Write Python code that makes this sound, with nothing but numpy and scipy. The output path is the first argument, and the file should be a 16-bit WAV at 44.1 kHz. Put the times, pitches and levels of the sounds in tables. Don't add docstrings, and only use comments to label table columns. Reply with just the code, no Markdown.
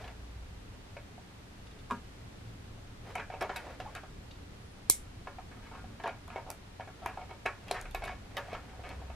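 import sys
import numpy as np
from scipy import signal
from scipy.fft import rfft, irfft, next_fast_len
from scipy.io import wavfile
from scipy.ndimage import uniform_filter1d, map_coordinates

SR = 44100
rng = np.random.default_rng(int(sys.argv[2]) if len(sys.argv) > 2 else 0)


def persist_wave(psi):
    counts = np.round(np.clip(psi, -1, 1) * 32767).astype(np.int16)
    wavfile.write(sys.argv[1], SR, np.atleast_2d(counts).T)


N = 403515
RING_TIME = np.arange(12288) / SR

# t/s, level/dB, hardness/dB, punch/dB, low f/Hz, high f/Hz
KNOCKS = [(.042, -53, 0, -4, 650, 2200), (.078, -51.5, 1, -7, 700, 2200),
          (.967, -43.5, -1.5, -9, 600, 2280), (1.179, -51, -20, 1, 735, 2300),
          (3.073, -49, -9, 4, 400, 1530), (3.154, -33.5, -1, -2, 875, 2300),
          (3.197, -42.5, 3, -5, 1150, 1470), (3.301, -40.5, -5, 0, 715, 2400),
          (3.339, -38.5, -9, -8, 754, 2400), (3.413, -30.5, -4.5, -9, 765, 1740),
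          (3.42, -33, -20, -12, 600, 1680), (3.446, -38.5, -9, -10, 430, 2300),
          (3.494, -36.5, -1.5, -3, 960, 1640), (3.5, -36, -3, -6, 810, 1700),
          (3.56, -42.5, 5, -11, 620, 2510), (3.668, -41, -22, 4, 700, 1800),
          (3.801, -40.5, -1, -1, 597, 1420), (3.951, -47.5, 6.5, -14, 600, 1460),
          (4.035, -47, -5, 4, 705, 1440), (5.272, -39, -2.5, -2, 970, 1670),
          (5.385, -42, -11, -2, 765, 2300), (5.842, -46.5, -13, 0, 694, 2300),
          (5.999, -44.5, -1.5, -8, 935, 1650), (6.038, -33, -4.5, -5, 970, 1680),
          (6.058, -36, -6, 1, 1000, 1650), (6.078, -37, -4, 6, 917, 1400), (6.093, -40, -2, 0, 800, 2250),
          (6.279, -48.5, -7, -4, 950, 1400), (6.302, -49, 2.5, -1, 1100, 2500),
          (6.36, -34, -7, 5.5, 690, 2250), (6.377, -39.5, -14, -3, 706, 1670),
          (6.501, -41.5, -6.5, -2, 790, 2300), (6.798, -41, -9, 0, 720, 2300),
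          (6.874, -46.5, -3.5, 2, 726, 1440), (7.06, -34, -1, 6.5, 940, 2380),
          (7.173, -38, -8.5, -0.5, 870, 1400), (7.31, -44.5, -10, 1, 700, 2230),
          (7.456, -34.5, -2.5, -15, 770, 1690), (7.46, -34, 5.5, -6, 563, 1650),
          (7.711, -34.5, 0, 9.5, 744, 2550), (7.855, -51, 6.5, -3, 900, 2300),
          (7.947, -36.5, -0.5, 2.5, 725, 2540), (8.021, -41, -2.5, 5, 800, 2230),
          (8.037, -39, 0, 0, 694, 2300), (8.056, -45, -3, -6, 750, 2250), (8.077, -43, 4.5, -1, 700, 1690),
          (8.095, -46, -3, 4, 850, 2250), (8.368, -38, -0.5, -2, 1100, 1870),
          (8.378, -49, 1, -1, 910, 1760), (8.484, -46, -8, -1, 655, 1400),
          (8.53, -40.5, -3, 3.5, 644, 2250), (8.548, -39.5, -2.5, -12, 1140, 1380),
          (8.734, -54, -10, -4, 900, 2230), (8.794, -49.5, -14, 4, 510, 1400),
          (9.017, -45, -17, -1, 730, 2070), (9.068, -52, -14, -6, 590, 1400),
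          (9.101, -43.5, -7.5, -12, 640, 2550)]
# t/s, length/s, level/dB, hardness/dB, low f/Hz, high f/Hz
SCRAPES = [(0.035, .082, -55.5, -3, 640, 1700), (3.174, .032, -41, 3, 750, 2280),
           (3.316, .025, -48, -0.5, 750, 2400), (3.407, .022, -35.5, -2, 750, 2130),
           (3.438, .014, -43, -7, 560, 1450), (3.562, .014, -48, 8, 700, 2550),
           (3.956, .02, -45, -0.5, 700, 2300), (5.513, .012, -56.5, 3.5, 1100, 1700),
           (5.564, .02, -56.5, -1.5, 1100, 1450), (5.628, .04, -58, 6, 1100, 2280),
           (5.712, .01, -47, -6, 950, 1380), (5.737, .055, -48, -0.5, 1060, 1470),
           (6.061, .012, -33.5, -8, 560, 2230), (6.308, .045, -49, -3, 1100, 2250),
           (6.463, .029, -44.5, -12, 850, 1400), (6.804, .012, -49, 3, 720, 2130),
           (7.019, .028, -43.5, -9, 750, 1400), (7.075, .025, -41, -7, 1080, 1420),
           (7.193, .022, -41, -8, 800, 2250), (7.291, .017, -45.5, -1.5, 720, 2160),
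           (7.743, .038, -42.5, 5, 900, 1730), (8.031, .09, -41.5, 0, 700, 2280),
           (8.369, .014, -37, 0.5, 523, 1840), (8.497, .03, -49, 1, 1100, 2250),
           (8.538, .028, -46.5, 2.5, 650, 2300), (8.563, .03, -58, -10, 650, 2280),
           (8.681, .07, -57, 0, 750, 2300), (8.837, .03, -46.5, 1, 700, 2290),
           (8.888, .04, -45.5, 0, 555, 2280)]
HOUSING_MODES = [(390.4, -8.5, 0.16), (447, -12, 0.17), (570.6, -13.5, 0.28), (673.4, 0.5, 0.085),
                 (742.6, 5, 0.087), (921, -3, 0.12), (1105, -12, 0.2), (1248, -10.5, 0.17),
                 (1414, -15, 0.23), (1633, -22, 0.15), (1700, -13, 0.17), (1826, -22, 0.18),
                 (2226, -10, 0.14), (2575, -8.5, 0.057)]
CLATTER_SPECTRUM = [(150, -15), (300, -9), (410, -2), (520, 1), (750, 0), (1100, -3), (1480, -8),
                    (1700, -2.5), (2000, -10), (2500, -6.5), (3300, -14.5), (5000, -18.5), (8000, -21),
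                    (15000, -34)]
FITTING_MODES = [(.76, 2, 0.033), (0.952, -0.5, .05), (1, 0, 0.078), (1.04, -1.5, 0.046),
                 (1.22, -2.5, 0.068), (1.42, -11.5, 0.058), (1.74, -9.5, 0.05)]

# t/s, level/dB, ring/dB, sparkle/dB, pitch f/Hz, contact/s
TICKS = [(0.042, -71, 19, -8, 3290, 0.01), (.078, -67.5, 16.5, -8, 2790, .011),
         (1.669, -74.5, 17, -8, 3690, .004), (1.711, -74, 15, -8, 3690, .004),
         (1.789, -74, 15, -8, 3690, .004), (3.1537, -47, -17, -10, 3600, 0.013),
         (3.409, -53, 7.5, -11, 5350, 0.026), (3.421, -52.5, 8, -1, 3230, 0.022),
         (3.56, -47, 5.5, -3, 3900, 0.037), (3.801, -60, 13.5, -4, 2730, .011),
         (3.9505, -47.5, -1.5, -8, 3750, 0.011), (4.31, -75, 23, -8, 3750, .004),
         (4.351, -76, 14, -8, 3690, .004), (6.036, -62.5, 13, -10, 3500, .008),
         (6.075, -56, 4, -9, 3800, 0.013), (6.278, -57.5, -5, -4, 3400, .008),
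         (6.5028, -37.5, -15, -3, 4700, 0.0033), (7.06, -46, -3, -1, 2660, 0.009),
         (7.4596, -50, 10.5, -9, 2850, 0.017), (7.682, -56, 9.5, -9, 2700, .006),
         (7.7115, -37, 4, -11, 4100, 0.01), (7.8125, -44.5, -13, -13, 4300, 0.0076),
         (7.9107, -55, -2, -3, 3600, .007), (7.9476, -43, -1.5, 0, 3800, 0.0056),
         (8.0394, -51.5, -3, -7, 4700, 0.013), (8.049, -55.5, 7, -5, 3850, 0.032),
         (8.076, -62, 9, -8, 3700, .015), (8.368, -51, 14.5, 1, 3040, .02), (8.379, -57, 12, 6, 3050, .015),
         (8.531, -62, 7, -10, 4200, .015), (8.539, -66, 16, -10, 3150, .02), (8.89, -56, 4, -7, 4300, .011)]
TICK_SPECTRUM = [(3000, 0), (5500, -1), (7000, 3), (9500, 5), (11000, 2.5), (13000, -1), (14500, -4),
                 (16000, -29)]
EDGE_MODES = [(12200, 4, .09), (12450, -5, .07)]

HINGE_SQUEAK = [(4.5, 9400, -95), (4.56, 9650, -80), (4.62, 9880, -80), (4.68, 10000, -78),
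                (4.73, 9500, -78), (4.8, 9300, -79), (4.86, 9200, -90)]
GATE_HITS = [(4.8991, -9.2, .00026), (4.9004, -11.3, .0003), (4.9020, -20, .0007)]
GATE_ECHOES = [(4.9105, -20, .00018), (4.9238, -31, .0008)]
SNAP_SPECTRUM = [(150, -8), (450, -10.5), (900, -10.5), (1800, -17.5), (2300, -14), (3200, -25.5),
                 (4200, -4.5), (5000, -10), (5600, 0), (6500, -6.5), (8500, 4), (9800, 5.5), (11100, -9.5),
                 (13200, 5), (16000, -15)]
SNAP_TAIL_SPECTRUM = [(1200, -41), (1900, -16), (2200, -8), (2800, -13), (3800, -3), (5000, -6.5),
                      (5800, -2.5), (8000, 2), (9300, 1), (11200, 2.5), (13000, -7), (15300, -16)]
SNAP_BALANCE = [(200, 3), (400, 29), (700, 8), (1300, 13), (2400, 3.5), (4400, -2), (8000, -2), (15000, 0)]
CARABINER_MODES = [(2170, -2, 0.22), (2290, -5, 0.091), (2950, -13.5, .25), (3500, -9, 0.13),
                   (3930, -5, 0.14), (4350, -3.5, 0.13), (4759, -2, .12), (5523, 3, 0.2), (6080, -5, .22),
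                   (6460, -4, .2), (6977, 3, 0.16), (7558, -3, 0.16), (8100, 1, 0.14), (8300, 0, .14),
                   (8500, 8, .14), (8840, 4, .15), (9450, 6, 0.139), (9500, 8, 0.15), (10100, -3, 0.12),
                   (13200, 10, .11)]

BUMPS = [(1.902, -34), (1.909, -24), (1.919, -30.5)]
WALL_MODES = [(410, -11.5, 0.14), (491, -20, .15), (943, -2.5, 0.16), (1011, 0, 0.051), (1093, 4, 0.072),
              (1160, -6, .04), (1225, -9, 0.19), (1378, -9, 0.17), (1450, -14, 0.16), (1624, -10, 0.19),
              (1670, -14.5, 0.22), (2430, -15, 0.079), (2720, -18, 0.059), (3750, -16, 0.045)]
BOOM_MODES = [(195, -2, 0.19), (237, -1.5, 0.21), (254, -4, 0.2)]
FINGER_SQUEAK = [(3.84, 740, -73), (3.86, 783, -42.5), (3.875, 982, -48), (3.9, 1050, -54),
                 (3.92, 1100, -75)]
ARM_MOVES = [(0, 0.19, -52), (3.097, 0.081, -50.5), (3.625, 0.36, -51.5), (3.873, 0.25, -56.5),
             (5.66, 0.29, -76), (6.39, 0.16, -55.5), (7.11, 0.23, -60), (7.76, 0.17, -48),
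             (8.085, 0.12, -54), (8.487, 0.37, -54), (8.92, 0.26, -55.5)]
SLEEVE_SPECTRUM = [(250, -25), (450, 5.5), (740, 5.5), (1100, -3), (1700, -2), (2400, -6.5), (3200, -11),
                   (8000, -23.5), (14000, -33.5)]

# middle t/s, length/s, firing f/Hz, glide/(Hz per s), level/dB, overtones/dB
ENGINES = [(0.283, 0.51, 58.8, 14.5, -43.5, -85), (1.3, 0.39, 60.8, -10.5, -64, -83),
           (2.6, 0.46, 110, 0, -50, -95), (5.857, 0.52, 55.4, 0, -65, -55.5),
           (7.96, 0.3, 34.15, 25.5, -43.5, -90), (8.047, 0.38, 60.6, 0, -48.5, -88),
           (9.087, .8, 65, 9.5, -45.5, -86)]
RUMBLE_SPECTRUM = [(8.8, -28), (15, -5.5), (49, -3), (110, -8), (140, -31), (240, -120)]
ROOM_TONE_SPECTRUM = [(44, -33), (75, -5.5), (113, -1.5), (140, -10), (189, -8), (243, -11.5), (289, -10),
                      (323, -15.5), (399, -13.5), (600, -20.5), (780, -36), (1320, -120)]
HISS_SPECTRUM = [(200, -29), (400, -27), (700, -8), (1200, -9.5), (2000, -12), (3000, -14), (4200, -16),
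                 (5000, -18.5), (8000, -23.5), (12500, -29), (13200, -27.5), (15000, -56)]
ROOM_DECAY = [(200, 0.17), (600, 0.21), (1500, 0.25), (4000, 0.17), (10000, 0.23), (14000, 0.17)]

# f/Hz, likeness (-1 opposite, 1 same)
ALL_AROUND = [(50, 1), (100, .98), (180, .9), (270, .6), (500, -.05), (3000, -.15), (9000, -.15),
              (13000, -.5)]
IN_FRONT = [(300, 0.9), (700, 0.98), (1600, 0.92), (3000, 0.78), (5500, 0.63), (8000, 0.42), (12000, 0.11)]
TO_THE_SIDE = [(300, 0.97), (900, 0.3), (2100, 0.37), (3000, -0.38), (4000, 0.98), (5200, 0.92),
               (6500, 0.12), (8000, -0.14), (9500, -0.72), (13000, -0.72)]


def knocks(gain_db=-0.63, graze_db=-17, graze_s=0.003):
    out = np.zeros((2, N))
    lead = round(graze_s * SR) + 1
    for t, level, hardness, punch_db, low_hz, high_hz in KNOCKS:
        force = np.pad(landing_force(), ((0, 0), (lead, 0)))
        force[0, 0] = amp(graze_db)
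        add(out, t - .001 - lead / SR, ring_housing(force, level + gain_db, hardness, low_hz, high_hz))
        add(out, t, amp(level + gain_db + punch_db) * punch(low_hz))
    return out


def landing_force(slide_s=0.005006, slip_db=-13, slips=4):
    force = np.zeros(SR // 20)
    slip_times = rng.uniform(size=slips) * slide_s
    force[(slip_times * SR).astype(int)] = amp(slip_db) * rng.choice([-1, 1], slips)
    force[0] = 1
    return force[None]


def punch(hz):
    return unit_peak(np.sin(2 * np.pi * hz * RING_TIME) * fade(0.017) * rise(0.0005))


def ring_housing(force, level, hardness, low_hz, high_hz, clink_db=-12):
    onset = rise(0.0021)
    contact = noise(CLATTER_SPECTRUM, IN_FRONT) * fade(0.019)
    contact += amp(-16) * room_tail(CLATTER_SPECTRUM, IN_FRONT, build_s=.004)
    housing = contact + amp(-10) * ring(HOUSING_MODES, scatter_db=4.5, detune=.005)
    fitting = unit_rms(band(contact, 2590, "high"))
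    fitting += amp(-7) * fitting_ring(hz=3148, scatter_db=0.5, detune=.04)
    housing = signal.fftconvolve(housing * onset, force, axes=1)
    fitting = signal.fftconvolve(fitting * onset, force, axes=1)
    body = unit_peak(band(resonate(housing, low_hz), 1300, "low"))
    clack = unit_peak(band(resonate(housing, high_hz), [1300, 2800], "band"))
    singing = ring([(high_hz, 0, 0.11)], scatter_db=0) * onset
    singing = signal.fftconvolve([singing], force, axes=1)
    clack = unit_peak(clack + amp(-22) * unit_peak(singing))
    clink = unit_peak(band(fitting, 6000, "low"))
    return amp(level) * (body + amp(hardness) * (clack + amp(clink_db) * clink))


def fitting_ring(hz, scatter_db, detune):
    modes = [(multiple * hz, db, t60) for multiple, db, t60 in FITTING_MODES]
    return unit_rms(ring(modes, scatter_db, detune))


def scrapes(gain_db=-1.23):
    out = np.zeros((2, N))
    for t, length, level, hardness, low_hz, high_hz in SCRAPES:
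        force = drag_force(length)
        add(out, t, ring_housing(force, level + gain_db, hardness, low_hz, high_hz, clink_db=-10))
    return out


def drag_force(length_s, slips_per_s=180, scatter_db=1.5):
    size = SR // 5
    slipping = (rng.uniform(size=size) < slips_per_s / SR) & (np.arange(size) < length_s * SR)
    strength = amp(scatter_db * rng.standard_normal(size))
    force = slipping * strength * rng.choice([-1, 1], size)
    force[0] = 1
    return force[None]


def ticks(wall_echo_s=.0114, wall_echo_db=-13):
    out = np.zeros((2, N))
    onset = rise(0.0008)
    for t, level, ring_db, sparkle_db, hz, contact_s in TICKS:
        direct = unit_peak(noise(TICK_SPECTRUM, IN_FRONT) * (fade(contact_s) - fade(contact_s / 2)))
        room = unit_rms(room_tail(TICK_SPECTRUM, IN_FRONT, build_s=0.0058))
        touch = direct + amp(-11) * np.std(direct) * room
        tick = amp(1) * unit_peak(band(touch, [5000, 11000], "band"))
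        rasp = noise(CLATTER_SPECTRUM, IN_FRONT) * fade(0.015)
        rasp += amp(-13) * room_tail(CLATTER_SPECTRUM, IN_FRONT, build_s=0.0024)
        rasp = unit_rms(resonate(band(rasp, 3100, "high"), hz))
        fitting = (rasp + fitting_ring(hz, scatter_db=-1.5, detune=0.0028)) * onset
        clink = amp(ring_db - 1) * unit_peak(band(fitting, 6000, "low", order=5))
        edge = amp(-21) * ring(EDGE_MODES, scatter_db=3, detune=.004) * onset
        sparkle = amp(sparkle_db) * (unit_peak(band(touch, 11000, "high")) + edge)
        add(out, t, amp(level) * (tick + sparkle + clink))
        add(out, t + wall_echo_s, amp(level + wall_echo_db) * (tick + sparkle))
    return out


def carabiner(ring_db=-29, room_db=-27.5, lead_s=.005):
    out = np.tile(squeak(HINGE_SQUEAK, rough_db=3, rough_hz=75), (2, 1))
    for t, level, spread_s in GATE_HITS:
        add(out, t - lead_s, amp(level) * unit_peak(gate_click(spread_s, lead_s), window=44))
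    for t, level, spread_s in GATE_ECHOES:
        echo = band(gate_click(spread_s, lead_s), 4000, "high")
        add(out, t - lead_s, amp(level) * unit_peak(echo, window=44))
    steel = np.array([ring(CARABINER_MODES, scatter_db=2) for side in range(2)])
    room = room_tail(SNAP_TAIL_SPECTRUM, TO_THE_SIDE, build_s=0.0035)
    add(out, GATE_HITS[0][0], amp(ring_db) * steel + amp(room_db) * room)
    return out


def gate_click(spread_s, lead_s):
    hz = np.fft.rfftfreq(2048, 1 / SR)
    delay_s = lead_s + spread_s * map_coordinates(rng.standard_normal(60), [hz / 500])
    sides = np.array([[1], [-1]])
    phase = sides * stereo_angle(TO_THE_SIDE, hz) - 2 * np.pi * np.cumsum(delay_s) * hz[1]
    level = value_at(SNAP_SPECTRUM, hz) + sides * value_at(SNAP_BALANCE, hz) / 2
    return irfft(amp(level) * np.exp(1j * phase))


def wall_bumps(gain_db=-4.0, scrape_db=-10, room_db=-15, boom_db=-30):
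    out = np.zeros((2, N))
    for t, level in BUMPS:
        wall = ring(WALL_MODES, scatter_db=3, detune=.004)
        scrape = amp(scrape_db) * noise(CLATTER_SPECTRUM, IN_FRONT) * fade(0.045)
        room = amp(room_db) * room_tail(CLATTER_SPECTRUM, IN_FRONT, build_s=0.033)
        add(out, t, amp(level + gain_db) * unit_peak((wall + scrape + room) * rise(0.00024)))
    add(out, BUMPS[1][0], amp(boom_db) * ring(BOOM_MODES, scatter_db=0) * rise(0.023))
    return out


def finger(room_db=-12):
    direct = squeak(FINGER_SQUEAK, rough_db=2.0, rough_hz=110.7)
    tail = room_tail(CLATTER_SPECTRUM, IN_FRONT, build_s=.004)
    room = signal.fftconvolve(direct[None], tail, axes=1)[:, :N]
    return direct + amp(room_db) * np.std(direct) * unit_rms(room)


def squeak(path, rough_db, rough_hz):
    times, pitches, levels = np.transpose(path)
    now = np.arange(N) / SR
    level = np.interp(now, times, levels) + rough_db * wobble(90)
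    hz = np.interp(now, times, pitches) + rough_hz * wobble(300)
    sounding = (now > times[0]) & (now < times[-1])
    return amp(level) * np.sin(2 * np.pi * np.cumsum(hz) / SR) * sounding


def sleeve(rest_db=-66, grain_db=2):
    power = amp(rest_db) ** 2 + sum((amp(db) * swell(t, length)) ** 2 for t, length, db in ARM_MOVES)
    return np.sqrt(power) * amp(grain_db * wobble(60)) * noise(SLEEVE_SPECTRUM, IN_FRONT, size=N)


def traffic(octave_db=-19, waver_hz=0.31, waver_db=1.5):
    out = np.zeros(N)
    for t, length, hz, glide, level, overtones_db in ENGINES:
        firing_hz = hz + glide * np.clip(np.arange(N) / SR - t, -length, length)
        phase = 2 * np.pi * np.cumsum(firing_hz + waver_hz * wobble(6.6)) / SR
        drone = amp(level) * (np.sin(phase) + amp(octave_db) * np.sin(2 * phase))
        drone += amp(overtones_db) * (np.sin(4 * phase) + .5 * np.sin(5 * phase))
        out += swell(t, length) * drone
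    return out * amp(waver_db * wobble(9.3))


def background(rumble_db=-53, tone_db=-53, hiss_db=-58):
    rumble = amp(rumble_db + 1.4 * wobble(2.53)) * noise(RUMBLE_SPECTRUM, ALL_AROUND, size=N)
    tone = amp(tone_db + 0.76 * wobble(6.5)) * noise(ROOM_TONE_SPECTRUM, ALL_AROUND, size=N)
    hiss = amp(hiss_db + 0.23 * wobble(2.63)) * noise(HISS_SPECTRUM, ALL_AROUND, size=N)
    return rumble + tone + hiss


def room_tail(spectrum, likeness, build_s):
    hz, t, slices = signal.stft(noise(spectrum, likeness), SR, nperseg=256)
    decay = np.exp(-np.log(1000) * t / value_at(ROOM_DECAY, hz)[:, None])
    tail = signal.istft(slices * decay, SR, nperseg=256)[1]
    return tail[:, :len(RING_TIME)] * rise(build_s)


def ring(modes, scatter_db, detune=0):
    hz, db, t60 = np.transpose(modes)[:, :, None]
    gain = amp(db + scatter_db * rng.standard_normal(hz.shape))
    phase = rng.uniform(0, 2 * np.pi, hz.shape)
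    hz = hz * (1 + detune * rng.standard_normal(hz.shape))
    tones = gain * np.sin(2 * np.pi * hz * RING_TIME + phase) * fade(t60)
    return np.sum(tones, 0) / np.sqrt(np.sum(gain ** 2) / 2)


def noise(spectrum, likeness, size=len(RING_TIME)):
    padded = next_fast_len(size)
    hz = np.fft.rfftfreq(padded, 1 / SR)
    angle = stereo_angle(likeness, hz)
    coloured = rfft(rng.standard_normal((2, padded))) * amp(value_at(spectrum, hz))
    mid, side = irfft(coloured * [np.cos(angle), np.sin(angle)], padded)[:, :size]
    return unit_rms(np.array([mid + side, mid - side]))


def stereo_angle(likeness, hz):
    return np.arccos(np.clip(value_at(likeness, hz), -1, 1)) / 2


def resonate(x, hz, lift_db=5.5, q=4.2):
    return x + (amp(lift_db) - 1) * signal.lfilter(*signal.iirpeak(hz, q, fs=SR), x)


def band(x, hz, kind, order=3):
    return signal.sosfilt(signal.butter(order, hz, kind, fs=SR, output="sos"), x)


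def rise(seconds):
    return 1 - np.exp(-RING_TIME / seconds)


def fade(t60):
    return np.exp(-np.log(1000) * RING_TIME / t60)


def swell(t, length):
    return .5 ** ((2 * (np.arange(N) / SR - t) / length) ** 2)


def wobble(rate):
    return map_coordinates(rng.standard_normal(int(N * rate / SR) + 4), [np.arange(N) * rate / SR])


def value_at(table, hz):
    freqs, values = np.transpose(table)
    return np.interp(np.log(hz + 1), np.log(freqs + 1), values)


def amp(db):
    return 10 ** (np.asarray(db) / 20)


def unit_rms(x):
    return x / np.sqrt(np.mean(x ** 2) + 1e-20)


def unit_peak(x, window=176):
    power = np.mean(np.atleast_2d(x) ** 2, 0)
    return x / np.sqrt(np.max(uniform_filter1d(power, window)))


def add(track, t, sound):
    part = track[:, round(t * SR):][:, :sound.shape[-1]]
    part += sound[..., :part.shape[-1]]


def scene():
    handling = knocks() + scrapes() + ticks() + finger() + wall_bumps() + carabiner()
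    return handling + sleeve() + traffic() + background()


def record(dry):
    top_hz = 15600
    padded = next_fast_len(N + SR // 2)
    hz = np.fft.rfftfreq(padded, 1 / SR)
    return irfft(rfft(dry, padded) / (1 + (hz / top_hz) ** 80), padded)[:, :N]


dry = scene()
out = record(dry)
persist_wave(out)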